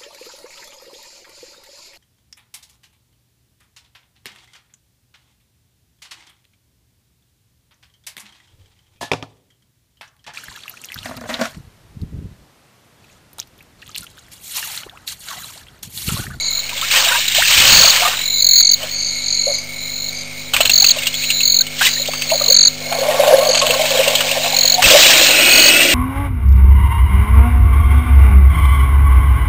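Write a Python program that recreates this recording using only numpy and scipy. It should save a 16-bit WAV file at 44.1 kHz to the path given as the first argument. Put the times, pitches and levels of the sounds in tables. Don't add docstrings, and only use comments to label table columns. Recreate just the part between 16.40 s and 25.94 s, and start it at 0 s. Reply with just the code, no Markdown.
import sys
import numpy as np
from scipy import signal
from scipy.io import wavfile
from scipy.ndimage import uniform_filter1d

SR = 44100
rng = np.random.default_rng(int(sys.argv[2]) if len(sys.argv) > 2 else 0)


def volts(x):
    e = np.asarray(x, float) / 20
    return 10 ** e


def store_pcm(level_fs):
    pcm = np.round(np.clip(level_fs, -1, 1) * 32767).astype(np.int16)
    wavfile.write(sys.argv[1], SR, np.atleast_2d(pcm).T)


N = 420713


def read(points, hz):
    f, value = np.transpose(points)
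    return np.interp(np.log(hz + 1), np.log(f + 1), value)


def follow(rows):
    s, *columns = np.transpose(rows)
    t = np.arange(N) / SR
    return [np.interp(t, s, c, left=-120, right=c[-1] if s[-1] > 9.5 else -120) for c in columns]


def evened(x):
    return x / np.sqrt(np.mean(x ** 2) + 1e-20)


def smooth(x, size):
    return uniform_filter1d(uniform_filter1d(x, size), size)


def add(mix, s, sound):
    at = round(s * SR)
    part = mix[max(at, 0):][:max(len(sound) + min(at, 0), 0)]
    part += sound[max(-at, 0):][:len(part)]


def resonate(x, hz, width):
    return signal.lfilter(*signal.iirpeak(hz, hz / width, SR), x)


def gliding(x, hz, width):
    turn, r = np.exp(2j * np.pi * np.cumsum(hz) / SR), np.exp(-np.pi * width / SR)
    once = signal.lfilter([1 - r], [1, -r], x / turn)
    return (turn * signal.lfilter([1 - r], [1, -r], once)).real


def band(x, lo_hz, hi_hz):
    return signal.sosfilt(signal.butter(2, [lo_hz, hi_hz], "band", fs=SR, output="sos"), x)


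def hiss():
    return rng.standard_normal(N)


def lumps(ms, db):
    return volts(db * evened(smooth(hiss(), int(ms * SR / 1000))))


def noise(points, patchy_db):
    hz = np.fft.rfftfreq(512, 1 / SR)
    a, b, patches = rng.standard_normal((N // 128 + 5, 257, 3)).T
    patches = evened(uniform_filter1d(uniform_filter1d(patches, 5, 0), 6, 1))
    z = (a + 1j * b) * volts(read(points, hz)[:, None] + patchy_db * patches)
    return evened(signal.istft(z, nperseg=512, noverlap=384)[1][:N])


def bubbles(per_s, lo_hz, hi_hz, cycles, spread_db):
    out = np.zeros(N)
    for hz in np.geomspace(lo_hz, hi_hz, 10):
        born = rng.random(N) < per_s / 10 / SR
        size = volts(spread_db * np.minimum(rng.exponential(1, N), 4)) * born
        u = np.arange(2048) / SR * hz / cycles
        ring = np.sin(2 * np.pi * cycles * u * (1 + 0.076 * u))
        out += signal.oaconvolve(size, u * np.exp(-3 * u) * ring)[:N]
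    return evened(out)


SURGE_DB = 33


def surge(s, db, rise_s, fall_s):
    late = np.arange(N) / SR - s
    return volts(db - SURGE_DB * np.where(late < 0, -late / rise_s, late / fall_s))


# f/Hz, level/dB per Hz
NIGHT_AIR = [(12, -28), (20, 2), (54, -14.5), (253, -14), (396, -26.5), (550, -11), (1040, -19),
             (1960, -17), (2200, -14), (5500, -13.5), (7150, -50), (12100, -120)]


def night():
    return volts(-38) * noise(NIGHT_AIR, 0.52)


# multiple of MAINS_HZ, level/dB
ODD_HUM = [(3, -6), (5, -5.5), (7, -17.5), (9, -15), (11, -10), (13, -17), (15, -18), (17, -23), (23, -30),
           (27, -17)]
# t/s, level/dB
ODD_HUM_SWELL = [(0.0, -46.5), (2.97, -41), (6.48, -34), (9.54, -33.5)]
# multiple of MAINS_HZ, level/dB
STEADY_HUM = [(1, -50.5), (2, -48.5), (4, -57)]
MAINS_HZ = 50.1


def hum():
    turn = 2 * np.pi * MAINS_HZ * np.arange(N) / SR
    odd = sum(volts(db) * np.sin(k * turn + 6 * rng.random()) for k, db in ODD_HUM)
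    steady = sum(volts(db) * np.sin(k * turn + 6 * rng.random()) for k, db in STEADY_HUM)
    return np.sqrt(2) * (volts(follow(ODD_HUM_SWELL)[0]) * odd + steady)


CROAK_DB, CHORUS_DB = -34, -36.5


def chorus():
    low = resonate(resonate(hiss(), 2210, 130), 2210, 190) * lumps(9, 2) * lumps(150, 1.8)
    beside = resonate(resonate(hiss(), 2430, 150), 2430, 200) * lumps(9, 2.5) * lumps(200, 3)
    high = band(hiss(), 3990, 4680) * lumps(2.7, 2) * lumps(130, 1.5)
    croaks = evened(low) + volts(-11.5) * evened(beside)
    return volts(CROAK_DB) * croaks + volts(CHORUS_DB) * evened(high)


LEAD_DB_PER_S = 40
FULL_PULSE_S = .0133


def trill(last, length, ms, hz, full_db, start_db, full_s, grow_s, sweep,
          lag_s=.001, pulse_s=FULL_PULSE_S, sag_db=0):
    out, wobbles = np.zeros(N), rng.random((30, 3))
    for back, wobble in zip(np.arange(0, length, ms / 1000), wobbles):
        grown = np.clip(1 - (back - full_s) / grow_s, 0, 1)
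        t = np.arange(0, .008 + (pulse_s - .008) * grown + .0025 * (back == 0), 1 / SR)
        end, middle = t[-1], t[-1] / 2
        glide = hz * (.955 + .045 * grown) + sweep * (middle - t) - 1200000 * (t - middle) ** 2
        turn = 2 * np.pi * (np.cumsum(np.maximum(glide, 3620)) / SR + wobble[1])
        swell = np.minimum(t / .003, 1) * np.sin(np.pi / 2 * np.minimum((end - t) / .0025, 1))
        swell = swell * volts(sag_db * np.maximum(t / end - .25, 0))
        lead = LEAD_DB_PER_S * max(back - full_s - grow_s, 0)
        db = full_db + start_db * (1 - grown) - lead + 1.5 * (wobble[0] - .5)
        start = last - back - middle + .0005 + lag_s * (1 - grown) + .0008 * (wobble[2] - .5)
        add(out, start, volts(db) * swell * np.sin(turn))
    return out


# t/s of last pulse's middle, length/s, pulse spacing/ms, f/Hz, full level/dB
REED_FROGS = [(.198, .3, 22.1, 4150, -14.5), (.078, .2, 22.4, 4480, -18), (1.992, .23, 22, 4090, -12),
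              (2.692, .18, 20.8, 4570, -15.5), (2.792, .18, 21, 4400, -17.5), (2.994, .19, 21.7, 4350, -13),
              (3.1485, .28, 22, 4275, -13), (3.188, .13, 22, 4700, -19), (3.688, .3, 21, 4180, -18.5),
              (3.8145, .14, 21.6, 4680, -23), (4.08, .17, 20.9, 4000, -30), (5.004, .26, 22, 4080, -16),
              (5.6235, .17, 22.2, 4110, -14.5), (5.838, .2, 20.2, 4600, -20), (4.86, .17, 21.5, 4380, -19),
              (2.05, .12, 21, 4650, -20), (6.611, .21, 20.7, 4320, -20), (7.34, .13, 21, 4400, -18),
              (7.534, .27, 23, 4120, -22),
              (5.156, .2, 21.7, 4500, -17), (2.6, .13, 21.3, 4450, -19), (2.85, .26, 22, 4050, -23),
                 (2.95, .14, 21.2, 4600, -18), (3.45, .16, 21.4, 4150, -25), (3.83, .14, 22, 4020, -29),
                 (5.54, .09, 22, 4680, -18), (6.05, .2, 21, 4600, -23), (5.962, .1, 21, 4420, -15),
                 (.265, .05, 22, 4250, -25), (8.911, .19, 22.2, 4150, -10), (4.95, .1, 22, 4300, -21)]


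def reed_frogs():
    return sum(trill(*row, start_db=-4.5, full_s=.45 * row[1], grow_s=.55 * row[1], sweep=43000, lag_s=0)
               for row in REED_FROGS)


# t/s of last pulse's middle, length/s, pulse spacing/ms, f/Hz, full level/dB
NEAR_FROGS = [(1.502, .3, 21.5, 4425, -2), (2.3388, .24, 21.5, 4400, -3.5), (4.5115, .32, 21.5, 4365, -2.2),
              (6.2765, .4, 21.4, 4366, -.6)]
LATE_FROGS = [(7.197, .23, 20.7, 4500, -9), (9.287, .33, 21.5, 4400, -3.5)]
# t/s of last pulse's middle, length/s, f/Hz, full level/dB
BANK_FROG = [(2.204, .27, 4235, 0), (5.214, 0.29, 4194, -2.5), (8.347, .33, 4224, -2.5)]
NEAR_START_DB, NEAR_SWEEP = -5.5, 58000
NEAR_FULL_S, NEAR_GROW_S = .17, .045


def near_frogs():
    out = np.zeros(N)
    for row in NEAR_FROGS:
        out += trill(*row, NEAR_START_DB, NEAR_FULL_S, NEAR_GROW_S, NEAR_SWEEP)
    for row in LATE_FROGS:
        out += trill(*row, NEAR_START_DB, .45 * row[1], .06, NEAR_SWEEP)
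    for s, length, hz, db in BANK_FROG:
        out += trill(s, length, 22.2, hz, db, NEAR_START_DB, NEAR_FULL_S, NEAR_GROW_S,
                     sweep=60000, pulse_s=.012, sag_db=-10)
    return out


def frogs():
    near, far = near_frogs(), reed_frogs()
    t = np.arange(8000) / SR
    reeds = rng.standard_normal(len(t)) * volts(-60 * t / 0.52) * (t > .002)
    echo = signal.oaconvolve(volts(-20) * near + volts(-7) * far, reeds / np.linalg.norm(reeds))[:N]
    bounce = volts(-13) * np.roll(near, round(0.0042 * SR))
    return near + far * lumps(3.4, .9) + echo + bounce


# peak t/s, level/dB, rise/s, fall/s
AIR_BLASTS = [(1.042, -48.5, 0.34, 0.22), (1.18, -37, 0.033, .6), (1.35, -33, 0.31, 0.24),
              (4.15, -53, .03, .6), (4.22, -49, .1, .2), (4.304, -47, 0.33, 0.16), (7.308, -48, 0.44, .15),
              (8.459, -25.5, 0.045, 0.051), (8.654, -51, 0.12, .2), (9.2, -45, 0.28, 0.39)]


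def blasts():
    puff = evened(band(hiss(), 17, 150) * lumps(30, 2.2))
    return volts(9) * sum(surge(*row) for row in AIR_BLASTS) * puff


THUMP_S, THUMP_DB, THUMP_HZ = 8.446, -14, 32


def thump():
    out, t = np.zeros(N), np.arange(0, 1.3 / THUMP_HZ, 1 / SR)
    add(out, THUMP_S, volts(THUMP_DB) * np.sin(2 * np.pi * THUMP_HZ * t) * np.hanning(len(t)))
    return out


def slap(db, hz, low_db):
    t = np.arange(2200) / SR
    a, b, c = rng.standard_normal((3, len(t)))
    wide = evened(band(a, 2570, 4430)) * volts(-14) + evened(band(b, 660, 2000)) * volts(low_db - 22)
    wide = wide * volts(0.5 - 60 * np.maximum(t - 0.0023, 0) / 0.073)
    ring = evened(resonate(c, hz, 210)) * 0.22 + np.sin(2 * np.pi * hz * t * (1 + t)) * .5
    ring = ring * volts(-60 * t / 0.044)
    smack = volts(low_db / 3 - 12.5) * evened(band(c, 500, 5600)) * volts(-60 * t / 0.016)
    return volts(db + 1.5) * np.minimum(t / 0.0011, 1) * (wide + ring + smack)


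# t/s, peak level/dB, ring f/Hz, low part level/dB re peak
POOL_SLAPS = [(0.2934, -10.5, 2430, -23), (0.5136, -11, 3300, 2), (.646, -13, 2890, -28),
              (0.881, -3, 3830, -20), (0.948, -11, 3240, -6), (1.733, -11, 1490, 8), (1.0274, -17, 3200, 0),
              (1.074, -9, 3240, -19), (1.1755, -4, 2560, -26), (5.412, -12, 2530, 17),
              (5.452, -24, 2860, -22), (5.657, -11, 2820, -23), (5.676, -9.5, 3570, -25),
              (5.735, -12.5, 2660, 8.5), (5.8205, -7, 2600, -25), (5.901, -6.5, 2650, -30),
              (6.525, -11.5, 2340, 12), (7.8065, -3.5, 2880, 7), (8.329, -31, 2720, -22),
              (8.4214, -11, 2720, 20.5)]
# t/s, peak level/dB, ring f/Hz
STREAM_SPATTER = [(0.3777, -10, 3320), (0.414, -8.5, 3580), (0.8544, -9, 2940), (6.709, -12, 2920),
                  (6.8786, -8, 2820), (7.632, -8.5, 2400), (7.753, 1.5, 3100), (7.8667, -9, 3060),
                  (7.8926, -8, 2610), (8.062, -10, 2590), (8.167, -10, 2420), (8.2594, -13, 3100),
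                  (4.472, -13, 2760), (4.658, -11, 3300), (4.823, -16, 2470), (4.8411, -12, 2800),
                  (7.4127, -10, 3060), (7.575, -7, 3260), (7.7835, -9, 3220), (8.2814, -14, 3080),
                  (5.469, -4, 3500), (5.477, -6, 2000)]
# t/s after the start, peak level/dB, ring f/Hz
DRIBBLE_RHYTHM = [(-.001, -2.5, 3010), (.004, -1.5, 2630), (.0272, -1, 2390), (0.068, -1, 2650),
                  (.072, -0.5, 2950), (0.1153, -5, 2660), (.119, -1, 3000), (0.1587, 2.5, 2680),
                  (0.307, -0.5, 2600), (0.358, -5, 3280), (0.449, -8, 2770), (0.496, -7.5, 2470),
                  (.532, 1.5, 2760), (0.604, -7.5, 3320), (0.7, -10.5, 2550), (0.766, 0, 2770),
                  (.869, -7, 2670), (1.13, -11.5, 2940)]
# start t/s, level/dB
DRIBBLE_STARTS = [
    (4.1373, 0),
    (7.148, -3.5),
]
GOB_DB, GOB_THIN_DB_PER_S = 3, 65


def slaps():
    hits = [*POOL_SLAPS]
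    for start, run_db in DRIBBLE_STARTS:
        for s, db, hz in DRIBBLE_RHYTHM:
            hits.append((start + s, db + run_db, hz, GOB_DB - GOB_THIN_DB_PER_S * s))
    for s, db, hz in STREAM_SPATTER:
        hits.append((s, db, hz, -22))
    out = np.zeros(N)
    for s, *shape in hits:
        add(out, s - .001, slap(*shape))
    return out


def note(db, start_hz, end_hz, length):
    u = np.linspace(0, 1, int(max(length, .008) * SR))
    turn = 2 * np.pi * np.cumsum(start_hz + (end_hz - start_hz) * u ** 1.37) / SR
    wet = volts(2.4 * evened(smooth(rng.standard_normal(len(u)), 200)))
    ratio, share, phase = rng.random(3)
    second = np.sin(turn * (1.17 + 0.074 * ratio) + 6 * phase)
    pair = np.sin(turn) + (0.11 + 0.2 * share) * second
    return volts(db - 5) * np.sin(np.pi * u ** 0.35) ** 2 * pair * wet


# t/s, peak level/dB, f/Hz
BIG_GLUGS = [(0.429, -12.5, 1306), (.721, -7, 1480), (.755, -9.5, 1600), (.69, -9, 1600), (1.618, -9, 702),
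             (1.652, -10.5, 700), (1.682, -16, 720), (0.55, -4, 2500), (.565, -8, 1850), (3.066, -10, 533),
             (5.207, -17.5, 1510), (5.412, -6.5, 1600), (5.413, -16.5, 900), (5.414, -8, 1500),
             (5.918, -3, 638), (5.945, -13, 570), (6.011, -9, 570), (5.6, -19, 550), (6.085, -12, 470),
             (0.36, -27, 560), (6.1, -15, 560), (5.568, -19, 1820)]
# t/s, peak level/dB, f/Hz
TRUNK_GULPS = [(6.41, -25, 549), (6.463, -21, 568), (6.517, -13, 690), (6.551, -16.5, 685),
               (6.614, -5.5, 541), (6.645, -10, 602), (6.683, -2, 611), (6.795, 0, 575), (6.878, -4, 604),
               (6.909, -2.5, 629), (6.931, -2, 572), (6.982, -1, 546), (7.023, -4.5, 619), (7.059, -8, 608),
               (7.088, -4, 526), (7.224, -10, 577), (7.262, -15, 606), (7.298, -10, 500), (7.356, -15, 540),
               (7.397, -4, 632), (7.441, -11.5, 631), (7.509, -13.5, 552), (7.554, -8.5, 571),
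               (7.59, -2, 536), (7.673, -9, 565), (7.699, -11, 604), (7.795, -17, 535), (7.864, -23, 535),
               (7.901, -13.5, 520), (7.952, -18, 790), (7.997, -18, 625), (8.04, -15.5, 704),
               (8.068, -19, 520), (8.102, -25, 850), (8.133, -15.5, 806), (8.243, -16, 525),
               (8.317, -21, 696), (8.384, -7, 744), (8.433, -19, 549), (8.466, -17, 637),
               (8.505, -5.5, 516), (8.535, 1, 538)]
# t/s, peak level/dB, start f/Hz, end f/Hz, length/s
AIR_PLOPS = [(0.326, -23, 950, 1050, 0.02), (.565, -16, 508, 560, 0.053), (0.659, -17, 670, 720, 0.057),
             (0.709, -14, 970, 1030, 0.06), (.74, -14, 932, 1050, 0.074), (0.978, -12, 560, 1500, 0.06),
             (1.021, -6, 1350, 5200, 0.026), (.962, -19, 1600, 2800, 0.018),
             (1.111, -12, 1030, 2520, 0.014), (1.44, -5.5, 623, 760, 0.029), (1.465, -11, 1270, 1500, 0.03),
             (4.204, -3, 630, 690, 0.012), (4.421, -12, 780, 890, 0.022), (4.136, -20, 640, 600, 0.015),
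             (.42, -18, 1070, 1200, .02), (6.01, -17, 1200, 1300, 0.021), (8.44, 0, 2600, 2780, 0.035),
             (8.515, -2, 3340, 3570, 0.026), (8.63, -5, 3420, 3550, 0.067), (6.71, -15, 1870, 1910, 0.035),
             (1.65, -8, 1180, 1360, 0.05), (2.4, -35, 670, 700, 0.045), (2.42, -15.5, 2980, 3260, 0.04),
             (3.078, -8.5, 591, 517, 0.063), (4.55, -25, 560, 590, 0.055), (5.452, -8, 2920, 2570, 0.022),
             (5.467, -8, 1960, 2130, 0.022), (6.1, -16, 525, 560, 0.061), (5.685, -8.5, 530, 1030, 0.018),
             (5.917, -13, 950, 820, 0.029), (6.736, -20, 1126, 1160, 0.15), (6.925, 8, 515, 614, 0.06),
             (7.004, -16.5, 1084, 1290, 0.12), (7.215, -10, 1095, 1070, 0.054),
             (7.335, -9.5, 1070, 1110, 0.032), (8.33, -19, 725, 743, 0.18), (8.545, 5, 571, 604, 0.048)]


def big_bubbles():
    out = np.zeros(N)
    for s, db, hz in BIG_GLUGS:
        add(out, s - .003, note(db - 0.5, hz * .98, hz * 1.176, .022 + 14.7 / hz))
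    for s, db, hz in TRUNK_GULPS:
        add(out, s - .003, note(db + 3.5, hz * .97, hz * 1.07, .022 + 14.7 / hz))
    for s, *shape in AIR_PLOPS:
        add(out, s, note(*shape))
    return out


def drops():
    return band(band(band(slaps() + big_bubbles(), 430, 9500), 420, 9500), 400, 9500)


# f/Hz, width/Hz, level/dB
THROAT = [(590, 133, -10), (1452, 100, -13), (2000, 110, -9), (2320, 92, -6.5), (3320, 110, -10),
          (5530, 450, -14)]
# t/s, level/dB
THROAT_LEVEL = [(8.4, -43), (8.6, -18.5), (8.93, -11.5), (8.99, -7.5), (9.24, -8.5), (9.54, -9)]
# t/s, lower f/Hz, upper f/Hz
SPLIT_CAVITY = [
    (8.4, 2620, 2700),
    (8.95, 2600, 2700),
    (9.03, 2510, 2900),
    (9.3, 2560, 2920),
    (9.4, 2680, 2800),
    (9.54, 2640, 2780),
]
# t/s, level/dB
THROAT_RUMBLE = [(8.4, -66), (8.456, -34.5), (9.54, -23.5)]


def jet():
    rush = hiss() * lumps(6, 1.4)
    ring = np.zeros(N)
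    for hz, width, db in THROAT:
        ring += volts(db) * evened(resonate(resonate(rush, hz, width), hz, 2 * width))
    lower, upper = (evened(gliding(rush, np.maximum(hz, 2500), 140)) for hz in follow(SPLIT_CAVITY))
    ring += volts(0.5) * lower * lumps(40, 1) + volts(-1.5) * upper * lumps(40, 1.3)
    rumble = band(hiss(), 262, 370) * lumps(25, 0.95)
    return volts(follow(THROAT_LEVEL)[0]) * evened(ring) + volts(follow(THROAT_RUMBLE)[0]) * evened(rumble)


# f/Hz, level/dB per Hz
SPRAY_COLOUR = [(1000, -30.5), (1700, -3), (2150, -6), (2900, 2.5), (3550, -1.5), (3750, 2), (5500, -5.5),
                (7150, -11), (12100, -120)]


def spray():
    return evened(noise(SPRAY_COLOUR, 2.6) * lumps(8.5, 1.25) + 0.53 * bubbles(900, 2092, 4360, 10.1, 4.2))


def water_body():
    churn = evened(band(hiss(), 850, 1730) * lumps(12, 3.6))
    return evened(churn + 0.26 * bubbles(600, 700, 2040, 4.2, 3.2))


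# f/Hz, width/Hz, level/dB
AIR_COLUMN = [(530, 85, 8), (616, 39, -0.5), (770, 24, -34), (1050, 72, -6)]


def trunk_gurgle():
    rush = hiss() * lumps(14, 3.3)
    ring = sum(volts(db) * resonate(rush, hz, width) for hz, width, db in AIR_COLUMN)
    for lo_hz, hi_hz in ((460, 1300), (450, 1800), (440, 2500), (430, 3000)):
        ring = band(ring, lo_hz, hi_hz)
    return evened(evened(ring) + .4 * band(bubbles(160, 510, 800, 8, 1.8), 440, 2500))


# t/s, flow level/dB, trunk air level/dB
STIRRING = [
    (0, -52, -51.5),
    (.496, -22, -44),
    (.568, -17.5, -26),
    (.78, -19, -34),
    (.84, -24, -51.5),
    (1.305, -11.5, -24),
    (1.689, -19.5, -27.5),
    (1.811, -28, -46),
    (2.1, -61, -63),
]
# t/s, flow level/dB, trunk air level/dB
POURING = [
    (6.4, -49, -35.5),
    (6.72, -27.5, -13),
    (6.958, -24, -10),
    (7.03, -29.5, -18.5),
    (7.546, -21.5, -17.5),
    (8.418, -27.5, -27.5),
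    (8.424, -14.5, -39),
    (8.478, -9.5, -14),
    (9.54, -9.5, -33),
]
# peak t/s, flow level/dB, air level/dB, rise/s, fall/s
SHORT_SPILLS = [(.513, -20, -55, .008, 0.44), (.949, -19.5, -55, .006, 0.22),
                (1.078, -21, -55, 0.027, 0.44), (1.176, -24, -48, .015, 0.54),
                (2.441, -29.5, -24, 0.24, 0.3), (2.96, -46, -58, 1, 0.41), (3.11, -64, -29, 0.33, 0.4),
                (4.136, -25.5, -21.5, 0.008, 0.16), (4.18, -31, -28.5, 0.023, 1.55),
                (4.58, -32.5, -30.5, 0.59, 0.5), (4.93, -39.5, -69, 2.8, 0.82),
                (5.422, -19.5, -55, 0.12, 0.075), (5.465, -11.5, -48, 0.092, 0.074),
                (5.52, -37.5, -62, 0.16, 16.5), (6.09, -35.5, -26, 1.64, 0.21)]
STILL_DB = -50.5
AIR_STEEP, FIZZ_SLOPE = 2.5, 1.5


def water():
    t = np.arange(N) / SR
    (stir, sucked), (pour, air) = volts(np.array([follow(STIRRING), follow(POURING)]))
    pour = pour * volts(-7.5 * np.clip((t - 8.65) / .35, 0, 1))
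    rest = pour + volts(STILL_DB)
    for s, flow_db, air_db, rise_s, fall_s in SHORT_SPILLS:
        shape = surge(s, 0, rise_s, fall_s)
        rest = rest + volts(flow_db) * shape
        air = air + volts(air_db) * shape ** AIR_STEEP
    flow = stir + rest
    heft = volts(-22.5) * stir + volts(8.5) * sucked + volts(-12) * rest + volts(-12) * air
    mist = evened(band(hiss(), 4400, 5600) * lumps(2.4, 1))
    out = volts(2.5) * flow * spray() + volts(-3.5) * flow ** FIZZ_SLOPE * mist
    out = out + volts(-5.5) * heft * water_body() + volts(-4) * (air + sucked) * trunk_gurgle()
    out = out - 0.52 * np.clip((t - 9.5) / 0.28, 0, 1) * band(out, 4840, 5900)
    return out - .8 * resonate(out, 1260, 220) * (abs(t - 7.4) < 1.01)


def scene():
    surroundings = night() + hum() + chorus() + frogs()
    elephant = blasts() + thump() + drops() + jet() + water()
    return (surroundings + elephant)[None]


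# from t/s, to t/s
TOP_BAND_GAPS = [(0.01, 0.09), (2.24, 2.305), (6.165, 6.26), (2.55, 3.23), (3.38, 3.4), (3.73, 3.89),
                 (4.53, 4.56), (7.1, 7.17), (7.19, 7.25)]


def starved(x):
    hz, t, z = signal.stft(x, SR, nperseg=2048)
    power = abs(z) ** 2
    loud = power[:, (hz > 2000) & (hz < 8000)].mean(1, keepdims=True)
    nearby = uniform_filter1d(uniform_filter1d(power, 3, 1), 3, 2)
    weak = nearby < np.sqrt(loud) * volts(2 * -53.5)
    mute = weak & ((hz > 9200) & (hz < 13000))[:, None]
    masked = uniform_filter1d(power, 16, 1) < loud * volts(2 * -23.5)
    thinned = 1 - .8 * (masked & ((hz > 5000) & (hz < 6000))[:, None])
    for start, end in TOP_BAND_GAPS:
        mute = mute | (hz > 13400)[:, None] & (t > start - .012) & (t < end + .012)
    return signal.istft(z * ~mute * thinned, SR, nperseg=2048)[1][:, :N]


def low_pass(x):
    return signal.sosfilt(signal.butter(12, 15670, fs=SR, output="sos"), x)


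def record(dry):
    narrow = signal.oaconvolve(dry, signal.firwin(301, 5750, fs=SR)[None], "same")
    coarse = narrow[:, ::4] + 0.015
    coarse = coarse / (1 + abs(coarse / 1.08) ** 10) ** (1 / 10)
    held = np.repeat(coarse, 4, axis=1)[:, :N]
    held = signal.oaconvolve(held, signal.firwin(301, 15650, fs=SR)[None], "same")
    return low_pass(np.clip(starved(held), -1, 1))


dry = scene()
out = record(dry)
store_pcm(out)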